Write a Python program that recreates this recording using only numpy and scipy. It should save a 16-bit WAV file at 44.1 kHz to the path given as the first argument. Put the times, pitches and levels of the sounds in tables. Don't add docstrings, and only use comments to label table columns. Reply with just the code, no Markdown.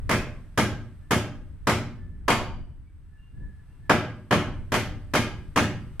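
import sys
import numpy as np
from scipy import signal
from scipy.fft import rfft, irfft, next_fast_len
from scipy.io import wavfile
from scipy.ndimage import uniform_filter1d

SR = 44100
rng = np.random.default_rng(int(sys.argv[2]) if len(sys.argv) > 2 else 0)


def output_pcm(signal):
    pcm = np.clip(np.atleast_2d(signal).T, -1, 1) * 32767
    wavfile.write(sys.argv[1], SR, np.round(pcm).astype(np.int16))


N = 264591
RING_SAMPLES = 49152

# (time [s], strength [dB], bass boost [dB], treble boost [dB], second hit delay [s],
# second hit level [dB], note of the struck spot [Hz], boost of that note [dB], high ring level [dB])
KNOCKS = [(0.0925, -4.5, 0.4, 4.5, 0.018, 2.5, 2060, 3, -58),
          (0.5748, -1.64, 2, 6, 0.0082, -2, 1700, 2, -68),
          (1.1077, -2.5, 1.5, 5.5, 0.0076, 0, 1610, 1.5, -60),
          (1.6699, 0.07, -1.2, 3.5, 0.025, -3.5, 1170, 2, -48),
          (2.28, 1.7, -7.5, 0.4, 0.021, 0, 1055, 4, -37), (3.8948, 5.5, -8, -6, .007, -8, 1676, 2, -47),
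          (4.3085, 0.4, -0.3, -4, .015, 1, 3120, 4, -53), (4.7193, -4, -0.5, 4, .020, 2.5, 1210, -2, -44.5),
          (5.136, -3, -1, 3.5, .015, 3, 1100, -3, -44), (5.5592, -0.8, 0, 1, 0.013, 2, 645, -4, -44),
          (5.9968, -1.5, 8.5, 13.5, .015, 0, 1100, -11, -47)]
# (pitch [Hz], boost [dB])
WOOD_NOTES = [(88, 9), (113, 10.5), (132, 7), (166, 9), (205, 10), (236, 11.5), (293, 9.5), (368, 7.5),
              (414, -0.5), (457, 2.5), (506, 3), (600, 6.5), (622, 2), (707, 4.5), (837, -1.5), (899, 6),
              (990, 5.5), (1087, 6), (1122, 6.5), (1211, 7.5), (1313, 5), (1528, -1.5), (1625, 4.5),
              (1870, -2.5), (2010, 2), (2169, 7), (2387, 6), (2511, 5), (2831, 0), (3150, 2)]
# (frequency [Hz], level [dB])
KNOCK_TONE = [(30, -21), (70, 0), (100, 4.5), (200, 2.5), (400, 0), (620, -0.5), (1100, -4.5), (1700, -4),
              (2600, -12), (3200, -11.5), (3700, -17), (6500, -20), (9000, -27), (11000, -25.5),
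              (15500, -41)]
# (frequency [Hz], likeness [0 to 1])
PATH_LIKENESS = [(100, 0.87), (600, 0.99), (2000, 1), (5000, 0.29), (12000, 0.5)]
# (pitch [Hz], level [dB], time to fade by 60 dB [s])
HIGH_NOTES = [(2780, -3, .5), (2980, -1, .6), (3150, 0, .38), (3310, -2, .38), (4200, -9, .45),
              (4700, -4, .58), (5450, -11, .5)]
# (frequency [Hz], time to fade by 60 dB [s], build-up time [s],
# early echoes compared with the tail [dB], direct sound compared with the tail [dB])
BARN_BANDS = [(51.3, 0.65, 0.027, -13, -9), (103, 1.07, 0.046, 3, 3), (214, 0.71, 0.0091, 6, 3),
              (450, 0.53, 0.01, 4.5, 8), (1058, 0.5, 0.016, 11, 10.5), (2530, 0.43, 0.012, -1, -0.5),
              (5000, 0.39, 0.018, 1.5, 4), (9300, 0.26, 0.024, -4, -4), (15000, 0.29, 0.0095, -6, 8)]
# (frequency [Hz], likeness [0 to 1])
STEREO_LIKENESS = [(25, 0.62), (60, 0.46), (125, 0.97), (300, 0.99), (650, 0.96), (1200, 0.89), (1900, 0.9),
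                   (2300, 0.34), (3000, 0.6), (4200, 0.21), (5200, 0), (16000, 0.096)]
# (middle time [s], length [s], pitch [Hz], level [dB])
SQUEAKS = [(1.06, .15, 1750, -69), (2.03, .25, 1750, -64), (2.88, .14, 2260, -77), (3.16, .16, 1745, -66),
           (3.24, .3, 2780, -73), (3.42, .22, 990, -72), (3.44, .26, 1725, -61), (3.71, .14, 2760, -76),
           (3.72, .16, 1745, -75), (3.75, .1, 990, -73), (3.86, .14, 1745, -63)]
# (middle time [s], rough length [s], level [dB])
BUMPS = [(2.102, 0.22, -41.5), (3.437, .17, -34.5)]
# (frequency [Hz], level [dB])
BUMP_TONE = [(15, -8), (35, 0.5), (75, 2), (130, -10), (220, -14.5), (450, -35.5), (900, -51),
             (3000, -81.5)]
# (time [s], relative level [dB])
DRAUGHT_LEVELS = [(0.0, -35.5), (0.57, -45.5), (0.75, -37), (0.92, -46), (2.57, -38), (2.89, -51.5),
                  (3.81, -46), (3.91, -43.5), (4.36, -50), (4.5, -41), (5.46, -40), (6.0, -42.5)]
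# (frequency [Hz], level [dB])
RUMBLE_TONE = [(10, -12), (25, 1), (45, -3), (80, -2.5), (120, -10), (200, -21), (300, -28), (450, -39.5),
               (800, -50), (2000, -52), (6000, -93)]
# (time [s], level [dB])
HISS_LEVELS = [(0, -65.5), (2.9, -75), (3.7, -70), (6, -64.5)]
# (frequency [Hz], level [dB])
HISS_TONE = [(100, -16), (700, 2.5), (1500, 5.5), (2500, -0.5), (4500, -8), (6600, -11.5), (7400, -12.5),
             (8200, -1), (9200, -10.5), (12500, -10.5), (16000, -52)]


def knocks(level_db=23.5, bass_hz=250, treble_hz=4000, thin_below_hz=350, spot_width=0.39, ripple_db=2.2):
    hz = np.fft.rfftfreq(RING_SAMPLES, 1 / SR) + 1
    wood_db = woodwork(hz)
    likeness = np.clip(curve_at(PATH_LIKENESS, hz), 0, 1)
    usual_paths = stereo_noise(RING_SAMPLES)
    bass = 1 / (1 + (hz / bass_hz) ** 2)
    treble = 1 / (1 + (treble_hz / hz) ** 2)
    thin_db = -10 * np.log10(1 + (thin_below_hz / hz) ** 2)
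    out = np.zeros((2, N))
    for start, db, bass_db, treble_db, delay, second_db, spot_hz, spot_db, ring_db in KNOCKS:
        force_db = level_db + db + bass_db * bass + treble_db * treble
        spot_note_db = spot_db * peak(hz, spot_hz, spot_width * spot_hz)
        tone_db = force_db + wood_db + ripple_db * wood_ripple(hz) + spot_note_db
        paths = likeness * usual_paths + np.sqrt(1 - likeness ** 2) * stereo_noise(RING_SAMPLES)
        first_hit = shape_tone(barn(paths), tone_db)
        second_hit = shape_tone(barn(stereo_noise(RING_SAMPLES)), tone_db + second_db + thin_db)
        add(out, start, first_hit)
        add(out, start + delay, second_hit)
        add(out, start, amp(ring_db) * high_ring())
    return out


def woodwork(hz):
    peaks = sum((amp(db) ** 2 - 1) * peak(hz, pitch, width=13 + .026 * pitch) for pitch, db in WOOD_NOTES)
    return curve_at(KNOCK_TONE, hz) + 10 * np.log10(np.maximum(1 + peaks, .1))


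def wood_ripple(hz):
    pitches = np.geomspace(500, 17000, num=150)
    heights = unit_level(rng.standard_normal(len(pitches))) * np.minimum(pitches / 2000, 1)
    return np.interp(hz, pitches, heights) * (hz > pitches[0])


def high_ring(width_hz=170, rise_s=0.0092):
    t = np.arange(RING_SAMPLES) / SR
    hz = np.fft.rfftfreq(RING_SAMPLES, 1 / SR)
    paths = stereo_noise(RING_SAMPLES)
    out = np.zeros((2, RING_SAMPLES))
    for pitch, db, fade_s in HIGH_NOTES:
        note = unit_level(irfft(paths * peak(hz, pitch, width_hz)))
        out += amp(db) * note * fade(t, fade_s)
    return out * (1 - np.exp(-t / rise_s))


def barn(paths, direct_s=.0075, rise_s=.0022, early_s=.037,
         echo_s=0.0543, echo_width_s=0.0056, echo_db=13, echo_top_hz=130):
    t = np.arange(RING_SAMPLES) / SR
    hz = np.fft.rfftfreq(RING_SAMPLES, 1 / SR)
    centres = np.transpose(BARN_BANDS)[0]
    out = np.zeros((2, RING_SAMPLES))
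    for centre, fade_s, build_s, early_db, direct_db in BARN_BANDS:
        band = curve_at(np.column_stack([centres, centres == centre]), hz)
        direct = amp(direct_db) * np.exp(-(t / direct_s) ** 2) * (1 - np.exp(-t / rise_s))
        early = amp(early_db) * np.exp(-(t / early_s) ** 4)
        echo_gain = amp(echo_db) / (1 + (centre / echo_top_hz) ** 2)
        low_echo = echo_gain * np.exp(-((t - echo_s) / echo_width_s) ** 2)
        reflections = np.hypot(early, fade(t, fade_s)) * (1 - np.exp(-t / build_s))
        out += (direct + low_echo + reflections) * irfft(paths * band)
    power = uniform_filter1d((abs(rfft(out)) ** 2).mean(0), size=29)
    return shape_tone(out, -10 * np.log10(abs(power) + 1e-9))


def squeaks(bend=0.034, waver=0.0084, flutter_db=3, tail_db=-2, fade_s=0.72):
    out = np.zeros((2, N))
    for middle, length, hz, db in SQUEAKS:
        progress = np.linspace(-1, 1, round(length * SR))
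        slow_noise = unit_level(uniform_filter1d(rng.standard_normal((2, SR)), size=500))
        wobble, flutter = slow_noise[:, :len(progress)]
        pitch = hz * (1 - bend * progress ** 2 + waver * wobble)
        loudness = np.cos(np.pi * progress / 2) ** 2 * amp(db + flutter_db * flutter)
        tone = loudness * np.sin(2 * np.pi * np.cumsum(pitch) / SR)
        add(out, middle - length / 2, np.array([tone, tone]))
    tail = irfft(stereo_noise(RING_SAMPLES)) * fade(np.arange(RING_SAMPLES) / SR, fade_s)
    echoes = signal.fftconvolve(out, tail / np.linalg.norm(tail[0]), axes=1)[:, :N]
    return out + amp(tail_db) * echoes


def bumps():
    t = np.arange(N) / SR
    loudness = sum(amp(db) * np.exp(-(2 * (t - middle) / length) ** 2) for middle, length, db in BUMPS)
    return loudness * steady_noise(BUMP_TONE)


def air(rumble_db=2, lumps_db=2, lumps_per_s=5):
    t = np.arange(N) / SR
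    swell_db = np.interp(t, *np.transpose(DRAUGHT_LEVELS))
    hiss_db = np.interp(t, *np.transpose(HISS_LEVELS))
    lumps = np.interp(t * lumps_per_s, np.arange(256), rng.standard_normal(256))
    rumble = amp(rumble_db + swell_db + lumps_db * lumps) * steady_noise(RUMBLE_TONE)
    return rumble + amp(hiss_db) * steady_noise(HISS_TONE)


def steady_noise(tone):
    size = 2 * next_fast_len(N // 2 + 1)
    gain = amp(curve_at(tone, np.fft.rfftfreq(size, 1 / SR)))
    return unit_level(irfft(stereo_noise(size) * gain)[:, :N])


def stereo_noise(size):
    likeness = np.clip(curve_at(STEREO_LIKENESS, np.fft.rfftfreq(size, 1 / SR)), -1, 1)
    mid, side = rfft(rng.standard_normal((2, size)))
    mid *= np.sqrt((1 + likeness) / 2)
    side *= np.sqrt((1 - likeness) / 2)
    return np.array([mid + side, mid - side])


def shape_tone(sound, db):
    log_gain = np.log(amp(np.concatenate([db, db[-2:0:-1]])))
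    response = np.exp(np.conj(signal.hilbert(log_gain)))[:len(db)]
    return irfft(rfft(sound) * response)


def peak(hz, centre, width):
    return 1 / (1 + (2 * (hz - centre) / width) ** 2) ** 2


def curve_at(points, hz):
    frequencies, values = np.transpose(points)
    return np.interp(np.log(hz + 1), np.log(frequencies + 1), values)


def fade(t, fade_s):
    return np.exp(-np.log(1000) * t / fade_s)


def amp(db):
    return 10 ** (np.asarray(db) / 20)


def unit_level(x):
    return x / np.sqrt(np.mean(x ** 2) + 1e-20)


def add(mix, start_s, sound):
    part = mix[:, round(start_s * SR):][:, :sound.shape[1]]
    part += sound[:, :part.shape[1]]


def scene():
    return knocks() + squeaks() + bumps() + air()


def record(dry, top_hz=16000):
    low_pass = signal.firwin(511, top_hz, window=("kaiser", 9), fs=SR)
    return signal.oaconvolve(dry, low_pass[None], "same")


dry = scene()
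out = record(dry)
output_pcm(out)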